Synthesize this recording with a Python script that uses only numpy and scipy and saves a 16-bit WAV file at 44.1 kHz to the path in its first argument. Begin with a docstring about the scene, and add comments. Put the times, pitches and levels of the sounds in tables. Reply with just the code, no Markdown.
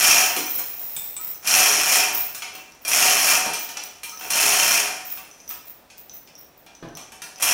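"""A chain hoist is hauled hand over hand in a workshop, heard by one microphone in a hard-walled room with a low murmur of air.
A pull is already under way at the start: chain contacts ring the steel housing while the slack hand chain jingles very high.
The chain slaps the housing, the load knocks, links tick, then the chain twice strikes a steel bar and the hook rings.
Four more full pulls and one slight tug follow, the last at the end, amid sharp snaps, two pings and more clanks.
Random contact forces drive decaying resonances; most sounds carry a diffuse echo whose treble dies first."""
import sys
import numpy as np
from scipy import signal
from scipy.fft import rfft, irfft
from scipy.io import wavfile
from scipy.ndimage import uniform_filter1d

SR = 44100
rng = np.random.default_rng(int(sys.argv[2]) if len(sys.argv) > 2 else 0)


def file_out(sig):
    """Save sig as 16-bit WAV at sys.argv[1]."""
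    # one column per channel
    cols = np.atleast_2d(sig).T
    # limit, then scale
    lim = np.clip(cols, -1, 1)
    pcm = np.round(lim * 32767).astype(np.int16)
    wavfile.write(sys.argv[1], SR, pcm)


N = 332073
TIME = np.arange(N) / SR
TAIL = TIME[:SR]  # one second, the length of every response


def undb(db):
    """Decibels to gain."""
    return 10 ** (np.asarray(db) / 20)


def unit(x):
    """Scale a response to unit energy."""
    return x / np.sqrt(np.sum(x ** 2))


def play(force, response):
    """Drive a response with a force, by convolution."""
    return signal.oaconvolve(force, response)[:N]


def at_hz(points, hz):
    """Read (Hz, value) points on a log-frequency axis."""
    point_hz, value = np.transpose(points)
    return np.interp(np.log(hz + 1), np.log(point_hz), value)


def colour(x, points):
    """Filter causally to a (Hz, dB) shape, using the minimum phase found from its cepstrum."""
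    n = len(x)
    log_gain = np.log(undb(at_hz(points, np.fft.rfftfreq(n, 1 / SR))))
    cepstrum = irfft(log_gain, n)
    # fold the negative times onto the positive ones
    cepstrum[1:n // 2] *= 2
    cepstrum[n // 2 + 1:] = 0
    return irfft(rfft(x) * np.exp(rfft(cepstrum)), n)


def below(x, hz):
    """The part of a sound under a frequency, without phase shift."""
    lowpass = signal.butter(2, min(hz, .45 * SR), fs=SR, output="sos")
    return signal.sosfiltfilt(lowpass, x, padtype=None)


def shelve_low(x, hz, gain_db):
    """Raise or lower the part of a sound under a frequency."""
    return x + (undb(gain_db) - 1) * below(x, hz)


def fade(t60):
    """Exponential decay by 60 dB in t60 seconds."""
    return np.exp(-np.log(1000) * TAIL / t60)


def crack(t60):
    """The brief noisy chatter of one contact: decaying white noise."""
    return unit(rng.standard_normal(SR) * fade(t60))


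def ring(modes, scatter_db=2, detune=0):
    """Decaying sine modes as struck at one random spot, with scattered levels, signs and pitches."""
    chance = rng.standard_normal((len(modes), 3))
    total = 0
    for (hz, db, t60), (level, sign, pitch) in zip(modes, chance):
        gain = undb(db + scatter_db * level) * np.sign(sign)
        tone = np.sin(2 * np.pi * hz * (1 + detune * pitch) * TAIL)
        total = total + gain * fade(t60) * tone
    return unit(total)


def in_room(response, wet_db):
    """Add the diffuse workshop echo: noise decaying at its own speed in each band, treble first."""
    # workshop reverberation: pitch_hz, t60_s
    reverb_times = [(150, 0.53), (1000, 0.69), (3000, 0.66), (7000, 0.54), (15000, 0.31)]
    hz, _, cells = signal.stft(rng.standard_normal(SR), SR, nperseg=256)
    age = np.linspace(0, 1, cells.shape[1])
    decay = np.exp(-np.log(1000) * age / at_hz(reverb_times, hz)[:, None])
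    tail = signal.istft(cells * decay)[1][:SR]
    tail = unit(tail * (1 - fade(0.006)))  # the echo swells in just after the direct sound
    return unit(response + undb(wet_db) * signal.fftconvolve(response, tail)[:SR])


def impacts(rate, spread_db, size=1500):
    """Random contacts (per s) of unequal force and either sign, local power evened over size samples."""
    struck = rng.random(N) < rate / SR
    hits = struck * undb(spread_db * rng.standard_normal(N)) * rng.choice([-1, 1], N)
    power = np.abs(uniform_filter1d(hits ** 2, size))
    return hits / np.sqrt(power + 0.97 * rate / SR)


def add(out, s, db, sound):
    """Mix in one event at its start, scaled by its loudest 200-sample RMS."""
    start = max(int(s * SR), 0)
    part = sound[:N - start]
    loudest = np.sqrt(uniform_filter1d(sound ** 2, size=200).max())
    out[start:start + len(part)] += undb(db) * part / loudest


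def room_air():
    """Low steady murmur of the workshop air: noise weighted to the bass."""
    # spectrum of the still room: pitch_hz, relative_db
    air_shape = [(15, -32), (25, -19), (62, -8), (85, -13.5), (150, -10), (400, -9.5), (700, -8.5),
                 (1100, -14.5), (3000, -22), (13000, -33.5)]
    level_db = -55  # RMS ahead of the recorder
    air = colour(rng.standard_normal(N), air_shape)
    return undb(level_db) * air / air.std()


def stroke(start, length, db, sag_db, slowing):
    """Force of one pull: the wheel spins up, the arm sags or swells, then it coasts while the chain settles."""
    # the wheel takes up the slack, then gathers speed
    take_up_db_per_s, spin_up_db, spin_up_s = 526, 7.5, 0.066
    # after the wheel stops the chain goes on rattling faintly
    settle_db, settle_db_per_s = -21.5, 27
    age = TIME - start
    early, late = np.maximum(-age, 0), np.maximum(age - length, 0)
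    spin_db = -spin_up_db * np.clip(1 - age / spin_up_s, 0, 1) - take_up_db_per_s * early
    arm_db = -sag_db * np.sin(np.pi * np.clip(age / length, 0, 1) ** 2) ** 2
    coast_db = np.maximum(-slowing * late, settle_db - settle_db_per_s * late)
    return undb(db + spin_db + arm_db + coast_db)


def housing(ring_db, chatter_t60, wet_db):
    """One blow on the hoist: a contact crack and the ringing steel."""
    # hoist housing modes: pitch_hz, relative_db, t60_s
    housing_modes = [(319.6, -11, 0.22), (414, -14.5, 0.64), (749.5, 0, 0.31), (929.4, -3, 0.28),
                     (1147, -5, 0.13), (2396, 8.5, 0.11), (2576, -4.5, 0.19), (2678, 3.5, 0.13),
                     (3003, -3.5, 0.27), (3240, 3, 0.083), (4213, 2.5, 0.094), (4940, -7, 0.16),
                     (5330, 5, 0.12), (6075, 0, 0.15), (6720, -2, 0.23), (7400, -7, 0.28), (8550, 5, 0.14),
                     (9000, -10, 0.2), (9734, -3, 0.24)]
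    # dense short-lived resonances of chain and housing: pitch_hz, relative_db
    clatter_shape = [(35, -40), (70, -53), (160, -9.5), (350, -10), (480, -9.5), (700, 1), (950, -4),
                     (1150, -1), (1450, -1), (2000, -4), (2600, 0), (3700, -4.5), (4700, -5.5), (5500, 3),
                     (7400, -4), (9500, -2), (12000, -2.5), (15500, -13.5)]
    contact = unit(colour(crack(chatter_t60), clatter_shape))
    return in_room(contact + undb(ring_db) * ring(housing_modes), wet_db)


def clinking(force, count=8):
    """Heavy running links clink on one another, apart from the clatter, each link with its own pitch."""
    # heavy link modes: pitch_hz, relative_db, t60_s
    clink_modes = [(2507, -2, 0.052), (3137, -6, 0.07), (5450, 8.5, 0.056), (6037, 0, 0.037)]
    out = 0
    for _ in range(count):
        link = ring(clink_modes, scatter_db=9, detune=0.039) + undb(-13) * crack(0.0032)
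        contacts = impacts(7, spread_db=4, size=12000)  # 7 per s for each link
        out = out + play(force * contacts, in_room(link, wet_db=-3.5))
    return undb(-5.5) * out / np.sqrt(count)


def hauling(count=5):
    """Links hit wheel, guide and housing at several spots, more often the harder the pull, and clink."""
    # pulls on the hand chain: start_s, length_s, force_db (relative),
    # sag_db (mid-stroke, negative swells), slowing_db_per_s (after release)
    pulls = [(-0.27, 0.47, -14, -1.5, 130.5), (1.472, 0.48, -12.5, 7, 109), (2.89, 0.43, -13.5, 3, 113),
             (4.198, 0.027, -31, -6, 103), (4.318, 0.42, -15, 1.5, 96.5), (7.418, 0.57, -17, 0, 85)]
    force = np.max([stroke(*pull) for pull in pulls], axis=0)
    effort = force / force.max()
    # low body at full speed is -2 dB; it gains weight as force is lost, down to the -21.5 dB floor
    lost_db = -20 * np.log10(np.maximum(effort, undb(-21.5)))
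    weight_db = -2 + 0.236 * lost_db
    rate = 40 + 150 * np.sqrt(effort)  # contacts per s at each spot
    out = 0
    for _ in range(count):
        spot = housing(ring_db=-6.5, chatter_t60=0.0045, wet_db=-1.0)
        out = out + play(force * impacts(rate, spread_db=1.5), spot)
    clatter = shelve_low(out, 1700, weight_db)
    return undb(1.0) * clatter / np.sqrt(count) + clinking(force)


def jingling(count=4):
    """Small links of the slack chain touch: a faint click and a very high ring, each a little different."""
    # shakes of the slack hand chain: start_s, length_s, force_db (relative)
    shakes = [(0.0, 0.98, -28.5), (0.257, 0.045, -24), (0.494, 0.095, -20.5), (0.688, 0.43, -29),
              (0.826, 0.03, -26), (1.206, 0.11, -25.5), (1.5, 0.18, -48), (1.848, 0.15, -28),
              (2.134, 0.086, -18.5), (2.277, 0.081, -35), (2.538, 0.037, -41), (2.817, 0.09, -47),
              (2.9, 0.28, -36), (3.236, 0.08, -24.5), (3.59, 0.047, -27.5), (3.833, 0.024, -39),
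              (4.04, 0.2, -42), (4.19, 0.085, -36), (4.4, 0.38, -32), (5.052, 0.02, -31),
              (5.102, 0.02, -24.5), (5.491, 0.012, -26), (5.658, 0.035, -34.5), (5.98, 0.025, -38),
              (6.135, 0.03, -35.5), (6.382, 0.025, -41), (6.57, 0.022, -48), (7.23, 0.031, -48)]
    # hand-chain link modes: pitch_hz, relative_db, t60_s
    link_modes = [(14480, -3, 0.07), (14640, -4, 0.07), (14930, 0, 0.07), (15030, -2, 0.06),
                  (15600, -6, 0.036)]
    rise_db_per_s, fall_db_per_s = 1500, 210  # a shake swells, holds and dies away
    levels = []
    for s, length, db in shakes:
        rise_db = rise_db_per_s * np.maximum(s - TIME, 0)
        fall_db = fall_db_per_s * np.maximum(TIME - s - length, 0)
        levels.append(db - rise_db - fall_db)
    force = undb(np.max(levels, axis=0))
    out = 0
    for _ in range(count):
        link = ring(link_modes, detune=0.004) + undb(-12) * crack(0.008)
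        touches = impacts(160, spread_db=2)  # 160 per s for each link
        out = out + play(force * touches, in_room(link, wet_db=-4))
    return undb(-1.5) * out / np.sqrt(count)


def clanks():
    """The chain slaps the housing as a pull starts or the slack swings back."""
    # single blows: start_s, level_db (loudest short RMS), low_body_db, treble_db (both tone changes)
    blows = [(0.364, -21, 1, 2.5), (0.587, -29.5, 2, 5.5), (0.809, -44.5, 18, 14), (1.473, -18, -12, -1),
             (2.347, -32, -4, 1), (2.421, -27.5, -2.5, -13), (2.55, -36.5, 3, -10), (2.85, -27, -1.5, -2),
             (2.88, -21.5, 1, 29), (3.459, -27, 13, -1), (3.533, -25, -7, -3), (3.69, -33.5, -1, -3),
             (3.769, -30, -1.5, -11), (4.033, -30, -3.5, 0.5), (4.211, -34, 4.5, -11),
             (4.304, -19, -3.5, 3), (5.173, -36, 5, -3), (5.502, -38.5, -1.5, -5), (5.901, -46, -10, -13),
             (6.274, -47.5, -18, -17), (6.665, -45.5, 3, -18), (6.971, -36, 4, -4.5),
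             (7.12, -40.5, 8.5, -1), (7.219, -31.5, 3.5, -2.5), (7.424, -15, -1, 5)]
    out = np.zeros(N)
    for s, db, low_db, treble_db in blows:
        blow = housing(ring_db=-5.0, chatter_t60=0.065, wet_db=4)
        blow = shelve_low(blow, 1600, low_db)
        treble = blow - below(blow, hz=6300)
        add(out, s, db, blow + (undb(treble_db) - 1) * treble)
    return out


def load_knocks():
    """The hanging load knocks dully: low modes and a dark contact noise."""
    # knocks: start_s, level_db (loudest short RMS), bass_db (tone change)
    knocks = [(0.364, -30, -23), (3.459, -36, -7), (4.25, -46, -8), (6.826, -32, -1.5)]
    # hanging load modes: pitch_hz, relative_db, t60_s
    load_modes = [(157, -2, 0.2), (255, -4, 0.17), (306, 0.5, 0.23), (444, -12, 0.08), (698, -2, 0.2),
                  (1557, -11, 0.15)]
    # contact noise of a knock: pitch_hz, relative_db
    thud_shape = [(60, -6), (150, -2.5), (300, 1.5), (700, -7.5), (1600, -14.5), (3500, -22.5),
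                  (12000, -45)]
    out = np.zeros(N)
    for s, db, bass_db in knocks:
        thud = unit(colour(crack(0.058), thud_shape))
        knock = in_room(ring(load_modes) + undb(7.0) * thud, wet_db=7.0)
        add(out, s, db, shelve_low(knock, 217, bass_db))
    return out


def seat_ticks():
    """Load-chain links slip into their seats: very short rings with a tiny crack."""
    # ticks: start_s, level_db (loudest short RMS)
    ticks = [(0.466, -28.5), (1.346, -40), (2.722, -46), (3.555, -26), (3.772, -26), (4.095, -31),
             (4.174, -34), (5.313, -41.5), (5.402, -43), (5.478, -37), (6.096, -36.5), (6.353, -40),
             (6.751, -42.5), (6.887, -48.5), (6.952, -36), (7.015, -40), (7.359, -38.5)]
    # load-chain link modes: pitch_hz, relative_db, t60_s
    seat_modes = [(5380, 3, 0.016), (5520, -4, 0.025), (5953, 11, 0.03), (6400, -8.5, 0.0196)]
    out = np.zeros(N)
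    for s, db in ticks:
        tick = ring(seat_modes, detune=0.018) + undb(-10.5) * crack(0.0031)
        add(out, s, db, in_room(tick, wet_db=1))
    return out


def bar_chimes():
    """The chain strikes the steel bar: modes that die faster at first, with a noisy contact."""
    # strikes: start_s, level_db (loudest short RMS)
    strikes = [(0.9649, -25), (1.1654, -27)]
    # steel bar modes: pitch_hz, relative_db, t60_s
    bar_modes = [(2347, -11.5, 0.2), (3590, -6, 0.14), (7746, 0, 0.2), (8060, 0.5, 0.19), (8670, -4, 0.14),
                 (9560, -10, 0.18)]
    out = np.zeros(N)
    for s, db in strikes:
        bar = ring(bar_modes) * (1 + 4.7 * fade(0.08))
        add(out, s, db, in_room(bar + undb(5.0) * crack(0.1), wet_db=-1))
    return out


def hook_rings():
    """The hook shifts and rings on its own modes."""
    # taps: start_s, level_db (loudest short RMS)
    taps = [(1.189, -44), (4.121, -41), (5.506, -44)]
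    # hook modes: pitch_hz, relative_db, t60_s
    hook_modes = [(1284, -4.5, 0.12), (1445, -15, 0.13), (975, -12, 0.28)]
    out = np.zeros(N)
    for s, db in taps:
        add(out, s, db, in_room(ring(hook_modes), wet_db=2.5))
    return out


def link_snaps():
    """Link snaps on link close by: a very short crack, differenced to lift its treble."""
    # snaps: start_s, level_db (loudest short RMS)
    snaps = [(1.474, -26), (1.6894, -25), (2.5555, -31), (2.7492, -48), (3.838, -25), (5.981, -40),
             (6.6638, -48), (6.972, -35), (7.4622, -19)]
    out = np.zeros(N)
    for s, db in snaps:
        snap = np.diff(crack(0.0028), prepend=0)
        add(out, s, db, in_room(snap, wet_db=-7))
    return out


def link_pings():
    """A loose link rings out freely on two close high modes."""
    # pings: start_s, level_db (loudest short RMS)
    pings = [(2.16, -31), (2.25, -38)]
    # loose link modes: pitch_hz, relative_db, t60_s
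    loose_modes = [(11720, 0, 0.3), (11650, 0, 0.15)]
    out = np.zeros(N)
    for s, db in pings:
        add(out, s, db, in_room(ring(loose_modes), wet_db=0))
    return out


def scene():
    """Everything reaches one microphone, copied to both channels."""
    chain = hauling() + jingling() + clanks()
    small_hits = load_knocks() + seat_ticks() + bar_chimes() + hook_rings() + link_snaps() + link_pings()
    mono = room_air() + chain + small_hits
    return np.array([mono, mono])


def record(dry):
    """The recorder rounds the highest peaks and cuts the top above 15.8 kHz."""
    rounded = np.tanh(.6 * dry) / 0.58
    top_cut = signal.ellip(10, .2, 80, 15800, fs=SR, output="sos")
    return signal.sosfilt(top_cut, rounded)


dry = scene()
out = record(dry)
file_out(out)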